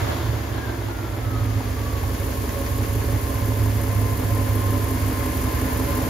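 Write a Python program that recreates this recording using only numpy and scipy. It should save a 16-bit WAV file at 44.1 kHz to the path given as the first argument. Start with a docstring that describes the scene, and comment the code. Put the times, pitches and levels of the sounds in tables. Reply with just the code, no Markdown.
"""A cross-plane V8 sinks from a fast idle to a lumpy 670 rpm, heard from above its open engine bay.
Uneven exhaust pulses throb through pipe resonances; intake gulps ring the air box into a honk.
Thumps at each cylinder's crank angle ring the block; ticks, rocker taps and a slack lifter join in.
Filtered noise makes hiss, shroud roar and belt rush, nearer as the microphone leans in.
Wavering sines make the fan hum, the alternator and pulley whines and a panel's drone."""
import sys
import numpy as np
from scipy import signal
from scipy.fft import rfft, irfft, next_fast_len
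from scipy.io import wavfile
from scipy.ndimage import uniform_filter1d, map_coordinates

SR = 44100
rng = np.random.default_rng(int(sys.argv[2]) if len(sys.argv) > 2 else 0)


def generate_wav(sig):
    """Save sig (samples, or channels by samples) to the path in sys.argv[1] as 16-bit PCM at SR."""
    pcm = np.round(np.clip(np.atleast_2d(sig).T, -1, 1) * 32767).astype(np.int16)
    wavfile.write(sys.argv[1], SR, pcm)


N = 268569
TIME_S = np.arange(N) / SR

# Cylinders in firing order. Each row: exhaust lag in firing intervals, exhaust level in dB,
# intake lag in firing intervals, intake level in dB, hiss puff level in dB,
# thump lag in firing intervals, thump level in dB.
CYLINDERS = [ (0.284, 5, 0.732, -2, 13, 0.212, -6.5), (-0.187, 5.5, 0.5094, 4, 3, 0.2276, -7.5),
             (0.62, 0, 0.726, 5, 14, 0.07, -8), (0.26, 4.5, 0.596, 2, 14, 0.413, -3),
             (-0.188, 4.1, 0.627, 3.5, -2, 0.479, -8.5), (0.276, 3.1, 0.228, 2, 10, 0.1063, -4),
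             (0.315, -1.5, 0.17, -2, -3, 0.2675, -8.5), (0.656, 4, 0.205, 2.5, 10, 0.3246, -5.5)]
CYLINDER_COUNT = len(CYLINDERS)

# Nearness of the parts as the microphone moves in. Each row: time in seconds, intake level in dB,
# block level in dB, belts level in dB, valve sizzle level in dB, hiss level in dB.
BAY_LEVELS = [(0, -38.5, -38.5, -38, -40.5, -54), (.55, -41.5, -42.5, -42.5, -45.5, -56),
              (1.2, -38.5, -41, -43, -47.5, -51.5), (1.55, -34.5, -39.5, -41, -44, -52.5),
              (2.35, -35, -36.5, -40, -42.5, -43), (4.2, -32, -35.5, -38.5, -42.5, -41.5),
              (5.4, -29, -35.5, -36.5, -41, -40), (6.09, -29, -32.5, -35.5, -40, -40)]

# Fan shroud roar, fading as the microphone moves over the engine. Each row: time in seconds, level in dB.
ROAR_LEVEL = [(0, -31.5), (.3, -36), (.6, -36.5), (1.0, -39.5), (1.4, -39), (2.0, -57), (6.09, -70)]


def undb(db):
    """Decibels to gain."""
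    return 10 ** (np.asarray(db) / 20)


def unit(x):
    """Scale to rms 1."""
    return x / np.sqrt(np.mean(x ** 2))


def curves(table):
    """Columns of a breakpoint table, interpolated linearly over time."""
    time_s, *columns = np.transpose(table)
    return [np.interp(TIME_S, time_s, column) for column in columns]


def colour(x, points, share=1):
    """Zero-phase filter by (Hz, dB) points joined on a log-frequency axis; share scales the dB."""
    hz, db = np.transpose(points)
    size = next_fast_len(N + SR // 10)
    bins_hz = np.maximum(np.fft.rfftfreq(size, 1 / SR), 1)
    gain = undb(share * np.interp(np.log(bins_hz), np.log(hz), db))
    return irfft(rfft(x, size) * gain, size)[:N]


def noise(points):
    """Coloured noise of rms 1."""
    return unit(colour(rng.standard_normal(N), points))


def walk(rate_hz):
    """Smooth random control of rms 1: held random steps, averaged twice."""
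    k = int(SR / rate_hz)
    steps = np.repeat(rng.standard_normal(N // k + 1), k)
    return unit(uniform_filter1d(uniform_filter1d(steps, k), k)[:N])


def ring(x, modes):
    """Sum of damped resonances, each given as (Hz, width in Hz, dB)."""
    return sum(undb(db) * signal.lfilter(*signal.iirpeak(hz, hz / width_hz, fs=SR), x)
               for hz, width_hz, db in modes)


def band(x, low_hz, high_hz, order):
    """Butterworth band-pass."""
    return signal.sosfilt(signal.butter(order, [low_hz, high_hz], "band", fs=SR, output="sos"), x)


def strokes(crank, lags, sizes_db, scatter_db, jitter):
    """One pulse per cylinder and cycle, scattered in size and time; crank, lags, jitter in firing intervals."""
    k = np.arange(int(crank[-1]))
    cylinder = k % CYLINDER_COUNT
    chance = rng.standard_normal((N // 100, 2))[:len(k)]
    lag = (lags + np.zeros(CYLINDER_COUNT))[cylinder]
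    at = np.interp(k + lag + jitter * chance[:, 0], crank, np.arange(N))
    size = undb(sizes_db[cylinder] + scatter_db * chance[:, 1])
    # share each pulse between the two nearest samples
    whole, part = at.astype(int), at % 1
    early = np.bincount(whole, size * (1 - part), N + 1)
    late = np.bincount(whole + 1, size * part, N + 1)
    return (early + late)[:N]


def puffs(pulses, length_s):
    """Turn each pulse into a Gaussian envelope that falls to 1/e at length_s either side."""
    offset_s = np.arange(-(SR // 50), SR // 50 + 1) / SR
    return unit(signal.fftconvolve(pulses, np.exp(-(offset_s / length_s) ** 2), "same"))


def impacts(crank, count):
    """Small parts tap at the same crank angles cycle after cycle."""
    angle = rng.random(count) * CYLINDER_COUNT
    size = rng.choice([-1., 1.], count)
    when = (np.arange(0, crank[-1], CYLINDER_COUNT)[:, None] + angle).ravel()
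    at = np.interp(when, crank, np.arange(N)).astype(int)
    return np.bincount(at, np.resize(size, len(at)) * (when < crank[-1]), N)


def exhaust(crank, lags, sizes_db):
    """The cylinders' pulses reach the pipe with different delays, so the beat limps."""
    # Each row: frequency in Hz, width in Hz, level in dB.
    pipe_modes = [(57.7, 11, 8), (68.2, 11.2, 14), (105.8, 19, 17.5)]
    pulses = strokes(crank, lags, sizes_db, scatter_db=1.76, jitter=0.017)
    return unit(band(ring(pulses, pipe_modes), 41.7, 115.5, order=4))


def lope_dips():
    """Exhaust gain: brief Gaussian dips in the limping throb, and one brief lift."""
    # Each row: centre in seconds, change in dB.
    dip_times = [(.45, -14), (.62, -7), (.76, -7), (.93, -14), (1.63, -17), (2.35, -1), (4.985, 4)]
    width_s = 0.026
    return undb(sum(db * np.exp(-((TIME_S - s) / width_s) ** 2) for s, db in dip_times))


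def shake(crank, firing_hz):
    """The block rocks once per firing: a bass sine, louder with engine speed."""
    idle_hz, idle_db, rise_db_per_octave = 45, -39.5, 11
    db = idle_db + rise_db_per_octave * np.log2(firing_hz / idle_hz)
    return undb(db) * unit(np.cos(2 * np.pi * crank))


def intake(crank, lags, sizes_db):
    """Unequal gulps of air ring the air box, so the honk swells with the engine cycle."""
    # Each row: frequency in Hz, width in Hz, level in dB.
    airbox_modes = [(263.4, 17, 4), (309.5, 19.6, -3)]
    gulps = strokes(crank, lags, sizes_db, scatter_db=0.2, jitter=0.012)
    return unit(band(ring(gulps, airbox_modes), 214, 324, order=3))


def clatter(crank, lags, sizes_db):
    """Each cylinder thumps the block at its own crank angle and rings its modes; loose parts rattle along."""
    # Each row: frequency in Hz, width in Hz, level in dB.
    block_modes = [(326, 16, -2.5), (421.3, 21, 4.5), (453, 55, 1.5), (559, 13.2, 7.5), (640, 13, -11),
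                   (689, 15, -2.5), (820, 21, -13), (980, 370, -9.5)]
    rattle_db = -2  # relative to the thumps
    blows = strokes(crank, lags, sizes_db, scatter_db=0.5, jitter=0.0073)
    grain = unit(impacts(crank, count=160)) + undb(-4.5) * rng.standard_normal(N)
    rattle = grain * (puffs(blows, length_s=0.0039) + 1.4)
    force = unit(blows) + undb(rattle_db) * unit(rattle)
    return unit(band(ring(force, block_modes), 300, 960, order=2))


def wash():
    """Rush of air around the block: coloured noise with an uneven level."""
    # Each row: frequency in Hz, level in dB.
    wash_spectrum = [(30, -24), (55, -25), (110, -15), (160, 0.5), (300, -1), (365, -1), (450, 0),
                     (525, -5), (565, -2.5), (610, -8), (700, -7), (770, -20), (1400, -22.5), (3000, -79)]
    return noise(wash_spectrum) * undb(0.76 * walk(16))


def lifter(crank):
    """One slack lifter clacks once per cycle: decaying noise bursts."""
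    # Each row: frequency in Hz, level in dB.
    clack_spectrum = [(700, -11), (1400, 3.5), (1900, 7), (2600, -1), (4000, -12), (6500, -3), (12000, -30)]
    angle_firings, decay_s = 5.7, 0.015
    since_firings = (crank - angle_firings) % CYLINDER_COUNT
    since_s = since_firings / np.gradient(crank) / SR
    return unit(colour(rng.standard_normal(N) * np.exp(-since_s / decay_s), clack_spectrum))


def knocks():
    """Now and then the shaking engine knocks a loose part: decaying noise bursts."""
    # Each row: start in seconds, level in dB.
    knock_times = [(.1, -33), (.165, -31), (.884, -32), (.987, -35), (1.605, -35), (2.035, -35),
                   (2.995, -33), (4.225, -34), (4.628, -35), (5.471, -38), (5.717, -35)]
    # Each row: frequency in Hz, level in dB.
    knock_spectrum = [(400, -20), (750, 15), (1100, 4), (1700, -2), (2300, -13), (3400, -13), (6000, -22),
                      (8500, -55)]
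    decay_s = 0.016
    force = sum(undb(db) * (TIME_S >= s) * np.exp(-np.abs(TIME_S - s) / decay_s) for s, db in knock_times)
    return force * noise(knock_spectrum)


def rockers(crank):
    """The rocker arms tap the valve cover, which rings briefly."""
    # Each row: frequency in Hz, width in Hz, level in dB.
    cover_modes = [(1726, 110, 1.5), (2070, 130, -2)]
    taps = sum(strokes(crank, lag, np.zeros(CYLINDER_COUNT), scatter_db=1.5, jitter=0.0296)
               for lag in (0.15, 0.45, 0.8))
    return unit(band(ring(taps, cover_modes), 1420, 2600, order=2))


def sizzle(crank):
    """Light tappet ticks gate noise over the steady rush of the accessories."""
    # Each row: frequency in Hz, level in dB.
    sizzle_spectrum = [(1200, -57), (2500, 4), (3300, 4.5), (4000, 1.5), (4500, 4), (5800, -0.5),
                       (7000, 1.5), (8500, -6), (10000, -1.5), (12000, -2.5), (13500, -4.5), (15700, -10.5)]
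    pulses = strokes(crank, 0.67, np.zeros(CYLINDER_COUNT), scatter_db=1.5, jitter=0.11)
    ticks = puffs(pulses, length_s=0.0025)
    return unit(noise(sizzle_spectrum) + undb(-9.5) * ticks * noise(sizzle_spectrum))


def hiss(crank, sizes_db):
    """Gas spits from the near manifold in puffs at the firings, over a steady leak."""
    # Each row: frequency in Hz, level in dB.
    hiss_spectrum = [(4000, -15), (6000, -4.5), (7000, -2.5), (8000, 2.5), (9300, 6), (11000, 2.5),
                     (12300, 2), (12750, 7), (13150, 1), (14200, 0.5), (15700, -11.5)]
    gate = puffs(strokes(crank, 0.35, sizes_db, scatter_db=1.3, jitter=0.02), length_s=0.0067)
    return unit(noise(hiss_spectrum) + undb(-2) * gate * noise(hiss_spectrum))


def alternator(crank, firing_hz):
    """Belt-driven whine: a sine bent once per cycle by the crank's speed and at random, uneven in level."""
    whine_per_firing = 23.15
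    flutter = 0.004 * np.sin(2 * np.pi * crank / CYLINDER_COUNT) + 0.005 * walk(70)
    phase = 2 * np.pi * np.cumsum(whine_per_firing * firing_hz * (1 + flutter)) / SR
    return unit(np.sin(phase) * undb(1.0 * walk(16) + 2.6 * walk(90)))


def fan():
    """Blade-passing hum of a fan slipping on its clutch; the overtone is heard close to the shroud."""
    # Each row: time in seconds, blade rate in Hz, level in dB.
    blade_track = [(0.0, 100.56, -37.5), (0.5, 102.94, -39.4), (1.2, 102.76, -40.6), (1.5, 106.77, -36.9),
                   (2.1, 103.64, -41.8), (2.5, 102.54, -36.5), (2.75, 103.57, -27.8), (3.1, 104.58, -28.7),
                   (3.35, 105.84, -28.8), (3.7, 103.97, -21.2), (4.2, 103.15, -24.8), (4.7, 101.27, -22.5),
                   (5.1, 100.31, -28.3), (5.6, 100.14, -34.1), (6.09, 99.27, -32.5)]
    overtone_db = -13.5  # second harmonic, relative to the shroud's roar
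    blade_hz, hum_db = curves(blade_track)
    phase = 2 * np.pi * np.cumsum(blade_hz) / SR
    hum = undb(hum_db) * unit(np.sin(phase))
    overtone = undb(curves(ROAR_LEVEL)[0] + overtone_db) * unit(np.sin(2 * phase))
    return hum + overtone


def belts(crank):
    """Belts chatter: a grain repeating every cycle inside an uneven rush."""
    # Each row: frequency in Hz, level in dB.
    belt_spectrum = [(300, -14.5), (650, 0), (1050, 3.5), (1300, -3.5), (1580, -2.5), (1760, -1),
                     (1920, -3.5), (2150, -3), (2700, -11.5), (4000, -27), (8000, -63)]
    grain = unit(colour(impacts(crank, count=320), belt_spectrum))
    return unit((noise(belt_spectrum) + grain) * undb(1.0 * walk(70)))


def pulley(firing_hz):
    """An idler pulley sings faintly just below the alternator, wavering as the belt flaps."""
    whine_per_firing, level_db = 20.9, -15  # level relative to the belts
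    phase = 2 * np.pi * np.cumsum(whine_per_firing * firing_hz * (1 + 0.00415 * walk(30))) / SR
    return undb(level_db) * unit(np.sin(phase) * undb(2 * walk(29.97)))


def drone():
    """A panel, shaken by the block, holds a nearly steady note of uneven level."""
    panel_hz = 561
    phase = 2 * np.pi * np.cumsum(panel_hz * (1 + 0.011 * walk(35))) / SR
    return unit(np.sin(phase) * undb(4.2 * walk(30)))


def roar(crank):
    """The shroud roars; its reflection off the fan cover comes ever later, so the colour sweeps down."""
    # Each row: frequency in Hz, width in Hz, level in dB.
    shroud_modes = [(339.4, 28, 9), (613, 113, -0.5), (748, 43, -8), (960, 190, -8.5), (1340, 220, -15),
                    (3260, 600, -15)]
    extra_path_m, path_growth_m_per_s, reflection_db = 0.51, 0.67, -16.5
    force = unit(impacts(crank, count=90)) + undb(-4) * rng.standard_normal(N)
    direct = band(ring(force, shroud_modes), 175, 3200, order=2)
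    delay_s = (extra_path_m + path_growth_m_per_s * TIME_S) / 343  # speed of sound in m/s
    reflection = map_coordinates(direct, [(TIME_S - delay_s) * SR], order=1)
    return unit((direct + undb(reflection_db) * reflection) * undb(2.8 * walk(45.1)))


def machinery(crank, firing_hz):
    """Sum of everything that rushes, ticks and whines under the bonnet."""
    # Lifter, loudest as the microphone passes the valve cover. Each row: time in seconds, level in dB.
    lifter_level = [(0, -62), (1.7, -58), (2.15, -49), (2.5, -49), (2.75, -47), (3.2, -55), (6.09, -58)]
    # Panel drone, growing as the microphone moves in. Each row: time in seconds, level in dB.
    panel_level = [(0, -62), (1.2, -55), (1.9, -46), (4.5, -44), (6.09, -41.5)]
    # Alternator whine, swelling and fading again and again. Each row: time in seconds, level in dB.
    whine_level = [(0, -61), (.56, -55), (.64, -40), (.74, -47), (.84, -52), (1.05, -45), (1.14, -56),
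                   (1.36, -40), (1.58, -52), (1.75, -48.5), (1.96, -41.5), (2.2, -49.5), (2.83, -43),
                   (3.02, -50), (3.3, -41.5), (3.85, -49), (4.03, -39), (4.2, -48), (4.36, -38.5),
                   (4.51, -44), (4.66, -37), (4.8, -42.5), (5.22, -42), (5.38, -42), (5.55, -40),
                   (6.09, -40.5)]
    wash_db, rocker_db = 0.5, -9  # relative to the clatter and to the belts
    *_, puff_db, thump_lag, thump_db = np.transpose(CYLINDERS)
    _, block_db, belts_db, sizzle_db, hiss_db = curves(BAY_LEVELS)
    parts = undb(block_db) * (clatter(crank, thump_lag, thump_db) + undb(wash_db) * wash())
    parts += undb(curves(ROAR_LEVEL)[0]) * roar(crank)
    parts += undb(curves(lifter_level)[0]) * lifter(crank)
    parts += knocks()
    parts += undb(belts_db) * (belts(crank) + pulley(firing_hz) + undb(rocker_db) * rockers(crank))
    parts += undb(curves(panel_level)[0]) * drone()
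    parts += undb(sizzle_db) * sizzle(crank)
    parts += undb(hiss_db) * hiss(crank, puff_db)
    parts += undb(curves(whine_level)[0]) * alternator(crank, firing_hz)
    return parts


def scene():
    """One crankshaft paces the engine, the fan keeps its own pace; mid and side make left and right."""
    # Engine speed. Each row: time in seconds, firing rate in Hz.
    speed_track = [(0.0, 87.01), (0.2, 82.65), (0.45, 73.47), (0.64, 70.03), (0.8, 64.87), (1.0, 60.01),
                   (1.4, 53.98), (1.8, 49.79), (2.25, 46.24), (2.75, 46.67), (3.0, 46.58), (3.45, 44.63),
                   (4.4, 44.81), (4.52, 44.19), (4.66, 45.97), (4.8, 43.97), (4.95, 46.02), (5.3, 44.98),
                   (5.7, 44.64), (6.09, 44.83)]
    # Exhaust throb: quick lumps at first, slower swells later. Each row: time in seconds, level in dB.
    exhaust_level = [(0.0, -23), (0.18, -32), (0.3, -24.1), (0.42, -32.5), (0.51, -30.5), (0.68, -30.5),
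                     (0.9, -32), (1.4, -24.5), (1.7, -27), (2.1, -24), (2.45, -25.5), (2.85, -22.5),
                     (3.35, -24.5), (4.0, -26), (4.85, -26), (5.6, -23), (6.09, -25)]
    # Machinery colour for mid and side: the middle dips near 9 kHz while the sides stay full.
    # Each row: frequency in Hz, mid level in dB, side level in dB.
    mid_side_spectra = [(60, 2.5, -5), (300, 0, -5), (438, -1, -11), (670, -1, -1.5), (1290, 0, -3),
                        (2400, -0.5, -3.5), (4400, -0.5, -3.5), (6940, 0.5, -0.5), (7610, -4.5, 3),
                        (9180, -43, 3.5), (9240, -6.5, 1), (10700, 1, 3), (12000, 2, -1), (12800, 2.5, -19),
                        (16000, 5, -45)]
    # Each row: frequency in Hz, left minus right in dB.
    balance = [(60, -2.5), (130, -5), (260, -1.5), (500, -5), (1000, 2.5), (2000, 1), (4000, 2.5),
               (8000, -0.5)]
    firing_hz, = curves(speed_track)
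    crank = np.cumsum(firing_hz) / SR  # in firing intervals
    exhaust_lag, exhaust_db, intake_lag, gulp_db, *_ = np.transpose(CYLINDERS)
    colour_hz, mid_db, side_db = np.transpose(mid_side_spectra)

    mid = undb(curves(exhaust_level)[0]) * lope_dips() * exhaust(crank, exhaust_lag, exhaust_db)
    mid += shake(crank, firing_hz) + fan()
    mid += undb(curves(BAY_LEVELS)[0]) * intake(crank, intake_lag, gulp_db)
    mid += colour(machinery(crank, firing_hz), list(zip(colour_hz, mid_db)))
    # a second, independent draw spreads the machinery across the bay
    side = colour(machinery(crank, firing_hz), list(zip(colour_hz, side_db)))

    left = colour(mid + side, balance, share=1 / 2)
    right = colour(mid - side, balance, share=-1 / 2)
    return np.array([left, right])


def record(dry):
    """The recorder cuts the top: a steep elliptic low-pass."""
    top_hz = 15600
    return signal.sosfilt(signal.ellip(10, .2, 80, top_hz, fs=SR, output="sos"), dry)


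dry = scene()
out = record(dry)
generate_wav(out)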